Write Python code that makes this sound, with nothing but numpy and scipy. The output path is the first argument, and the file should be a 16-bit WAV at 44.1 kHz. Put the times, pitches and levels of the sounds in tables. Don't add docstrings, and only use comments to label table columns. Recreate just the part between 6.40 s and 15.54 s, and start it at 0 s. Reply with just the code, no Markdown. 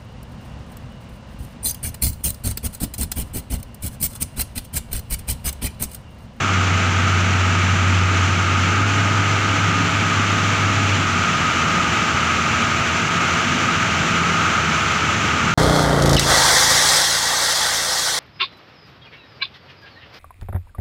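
import sys
import numpy as np
from scipy import signal
from scipy.fft import rfft, irfft, next_fast_len
from scipy.io import wavfile
from scipy.ndimage import uniform_filter1d, minimum_filter1d

SR = 44100
rng = np.random.default_rng(int(sys.argv[2]) if len(sys.argv) > 2 else 0)


def int16_out(signal):
    q = np.round(np.clip(np.atleast_2d(signal).T, -1, 1) * 32767)
    wavfile.write(sys.argv[1], SR, q.astype(np.int16))


N = 403074
TIME_S = np.arange(N) / SR

# time_s, firing_hz
THROTTLE = [(0, 100.1), (.16, 93.16), (2.26, 93.13), (2.42, 100.4), (4.45, 100.1), (5.0, 86), (5.35, 79),
            (6.05, 83.03), (6.4, 82.3), (7.1, 91), (7.7, 87.5), (8.4, 78.8), (9.14, 85.3)]
# time_s, level_db
BOOM_LEVEL = [(0, -29), (.12, -20.5), (1.65, -18.3), (3.9, -24.5), (4.52, -20.5), (5.15, -42),
              (6.05, -33.5), (7.7, -36), (8.35, -35), (9.14, -35)]
EXHAUST_HARMONICS_DB = [0.5, -22.5, -26]
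# time_s, level_db
WHINE_LEVEL = [(0, -26), (1.5, -27), (2.27, -24.5), (2.65, -26), (3.15, -23.5), (3.9, -27), (5.1, -24),
               (7.5, -24.5), (9.14, -23)]
# centre_hz, width_hz, relative_db
CASING_MODES = [(1256, 45, -1), (1178, 94, -10.5), (1347, 170, -7)]
# time_s, level_db
RUMBLE_LEVEL = [(0, -28.5), (1.0, -28), (2.4, -27), (4.9, -27), (6.6, -29), (7.75, -26.5), (8.4, -29),
                (9.14, -24.5)]
# frequency_hz, relative_db_per_hz
RUMBLE_COLOUR = [(25, -47), (45, -18), (62, -15), (82, 1), (115, -0.5), (160, 1.5), (260, -5.5),
                 (320, -6.5), (400, -14), (600, -20), (1200, -63), (8000, -90)]
# frequency_hz, relative_db_per_hz
RUSH_COLOUR = [(60, -40), (250, -18.5), (450, -5), (700, -3.5), (1000, -3), (1500, 0), (1850, -0.5),
               (2300, 1.5), (2900, -0.7), (3650, -8), (5000, -13), (6500, -17.5), (8200, -28), (11000, -39),
               (16000, -47)]
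# frequency_hz, relative_db_per_hz
HISS_COLOUR = [(4500, -22.5), (5500, -5), (6250, 0.5), (6650, -4.5), (7100, -1.5), (7600, -8), (8200, -21),
               (10000, -31), (13900, -45), (14800, -28), (16000, -24)]
# time_s, distance_m
DISTANCE = [(0, 31.2), (2.3, 29.1), (4.4, 26.4), (9.14, 25.5)]
HUM_ORDERS = [2, 5, 5.5, 7, 8, 11, 14, 16, 18, 20, 24, 31, 33, 39, 42.5, 43, 57, 58, 72.5, 76.5]
HUM_LEVELS_DB = [-56, -39.5, -47, -42.5, -35.5, -36.5, -43.5, -44, -44, -44.5, -54, -41.5, -50.5, -43.5,
                 -44, -44.5, -42.5, -39.5, -43, -46]
# frequency_hz, relative_db_per_hz
CLATTER_COLOUR = [(90, -1), (150, 6), (230, 7.5), (400, -8), (600, -13), (850, 0.5), (1020, -8),
                  (1250, 7.5), (1550, 7), (1800, -2.5), (2250, 3), (2850, -2.5), (3600, -10.5), (6000, -23),
                  (12000, -70)]

CRANK_HZ = 21.266


def from_db(db):
    return 10 ** (np.asarray(db) / 20)


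def rms_one(x):
    return x / np.sqrt(np.mean(x ** 2) + 1e-20)


def level_power(x, window):
    return x / np.sqrt(uniform_filter1d(x ** 2, window))


def in_time(rows):
    time_s, value = np.transpose(rows)
    return np.interp(TIME_S, time_s, value)


def colour(points, hz):
    at_hz, db = np.transpose(points)
    return from_db(np.interp(np.log(hz + 1e-6), np.log(at_hz), db))


def noise(gain_at):
    size = next_fast_len(N)
    white = rfft(rng.standard_normal(size))
    hz = np.arange(len(white)) * SR / size
    return rms_one(irfft(white * gain_at(hz), size)[:N])


def drift(rate_hz):
    step = 100
    pole = np.exp(-2 * np.pi * rate_hz * step / SR)
    white = rng.standard_normal(N // step + 2002)
    slow = signal.lfilter([1], [1, -2 * pole, pole * pole], white)[2000:]
    return np.interp(np.arange(N) / step, np.arange(len(slow)), rms_one(slow))


def turns(hz):
    return np.cumsum(hz) / SR


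def approach_db():
    distance_m = in_time(DISTANCE)
    return 20 * np.log10(distance_m[0] / distance_m)


def exhaust(firing_cycles, boom_db):
    flutter_db, jitter_cycles = 0.6, 0.0096
    bark_db, bark_hz, bark_width_hz = -39, 175, 7
    overrun_db_per_hz_per_s = 0.3264
    phase = 2 * np.pi * (firing_cycles + jitter_cycles * drift(14))
    tone = sum(from_db(db) * np.sin((k + 1) * phase) for k, db in enumerate(EXHAUST_HARMONICS_DB))
    boom = tone * from_db(boom_db + flutter_db * drift(6.3))

    firing_hz = np.gradient(firing_cycles) * SR
    acceleration_hz_per_s = uniform_filter1d(np.gradient(firing_hz) * SR, SR // 5)
    slowing_hz_per_s = np.maximum(0, -acceleration_hz_per_s)
    detuning = (2 * firing_hz - bark_hz) / bark_width_hz
    bark_level_db = bark_db + overrun_db_per_hz_per_s * slowing_hz_per_s + 2 * drift(1.6)
    bark = from_db(bark_level_db) / (1 + detuning ** 2) * np.sin(2 * phase)
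    return np.sqrt(2) * (boom + bark)


def drone(firing_hz):
    ratio, roughness_hz = 2.71, 7
    full_speed_db, full_speed_hz, speed_db_per_hz = -39, 101, 0.3
    catch_up_s, slip_pitch_hz_per_hz, slip_db_per_hz = 1.0, 2.0, 1.5
    keep = np.exp(-1 / (catch_up_s * SR))
    change_hz = firing_hz - np.mean(firing_hz[:SR])
    drive_hz = signal.lfilter([1 - keep], [1, -keep], change_hz)
    slip_hz = np.maximum(0, change_hz - drive_hz)
    phase = 2 * np.pi * turns(ratio * firing_hz + slip_pitch_hz_per_hz * slip_hz)
    level_db = full_speed_db + speed_db_per_hz * (firing_hz - full_speed_hz) + slip_db_per_hz * slip_hz
    rough_tone = drift(roughness_hz) * np.cos(phase) + drift(roughness_hz) * np.sin(phase)
    return from_db(level_db) * rough_tone


def casing_gain(hz):
    power = 0
    for centre_hz, width_hz, db in CASING_MODES:
        detuning = (hz - centre_hz) / width_hz
        power = power + from_db(db) ** 2 / (1 + 2 * detuning ** 2) ** 2
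    return np.sqrt(power)


def whine(throb_hz):
    throb_db, surge_db, surge_hz = 0.55, 1.24, 3.7
    throb = np.sin(2 * np.pi * turns(throb_hz * (1 + 0.053 * drift(0.87))))
    ringing = level_power(noise(casing_gain), SR // 8)
    return ringing * from_db(in_time(WHINE_LEVEL) + surge_db * drift(surge_hz) + throb_db * throb)


def exhaust_rumble(firing_cycles):
    puff_depth, lump_db = 0.17, 0.87
    puffs = 1 + puff_depth * np.cos(2 * np.pi * firing_cycles)
    rumble = noise(lambda hz: colour(RUMBLE_COLOUR, hz))
    return rumble * from_db(in_time(RUMBLE_LEVEL) + lump_db * drift(12)) * puffs


def fan(near_db):
    rush_db, hiss_db = -24.5, -36
    gust_db, flicker_db = 0.5, 0.13
    rush = noise(lambda hz: colour(RUSH_COLOUR, hz)) * from_db(rush_db)
    hiss = noise(lambda hz: colour(HISS_COLOUR, hz)) * from_db(hiss_db + flicker_db * drift(21))
    return (rush + hiss) * from_db(near_db + gust_db * drift(15.8))


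def hum(crank_turns):
    fade_db, fade_hz = 1.2, 0.68
    beat_s, beat_peak_s, beat_depth_db = 2.08, 1.32, 4.0
    beat_db = beat_depth_db * np.cos(2 * np.pi * (TIME_S - beat_peak_s) / beat_s)
    out = 0
    for order, db in zip(HUM_ORDERS, HUM_LEVELS_DB):
        sway_db = fade_db * drift(fade_hz)
        if db == max(HUM_LEVELS_DB):
            sway_db = sway_db + beat_db
        out = out + from_db(db + sway_db) * np.sin(2 * np.pi * (order * crank_turns + rng.random()))
    return np.sqrt(2) * out


def clatter(crank_turns):
    paths, cycle_size, knock_depth, change_hz = 4, 8192, 0.18, 0.26
    level_db = -26.0
    hz = np.arange(cycle_size // 2 + 1) * CRANK_HZ / 2
    gain = colour(CLATTER_COLOUR, hz) * (hz > CLATTER_COLOUR[0][0])
    position = crank_turns / 2 % 1 * cycle_size
    out = 0
    for _ in range(paths):
        cycle = irfft(gain * np.exp(2j * np.pi * rng.random(len(hz))))
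        out = out + drift(change_hz) * np.interp(position, np.arange(cycle_size), cycle)
    knock = 1 + knock_depth * np.cos(4 * np.pi * crank_turns)
    return from_db(level_db) * rms_one(level_power(out, SR // 2) * knock)


def scene():
    firing_hz = in_time(THROTTLE)
    firing_cycles = turns(firing_hz)
    near_db = approach_db()
    throb_hz = near_db
    crank_turns = turns(CRANK_HZ * (1 + 0.000506 * drift(1.57)))
    forklift = exhaust(firing_cycles, in_time(BOOM_LEVEL)) + drone(firing_hz) + whine(throb_hz)
    forklift = forklift + exhaust_rumble(firing_cycles) + fan(near_db)
    steady_engine = hum(crank_turns) + clatter(crank_turns)
    return (forklift + steady_engine)[None]


def record(dry):
    ceiling, window, fade_in_s, cutoff_hz = 0.41, 441, 0.004, 15500
    allowed = np.minimum(1, ceiling / (np.abs(dry) + 1e-9))
    gain = uniform_filter1d(minimum_filter1d(allowed, window), window)
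    limited = dry * gain * np.minimum(1, TIME_S / fade_in_s)
    low_pass = signal.ellip(12, 0.1, 80, cutoff_hz, fs=SR, output="sos")
    return signal.sosfilt(low_pass, limited)


dry = scene()
out = record(dry)
int16_out(out)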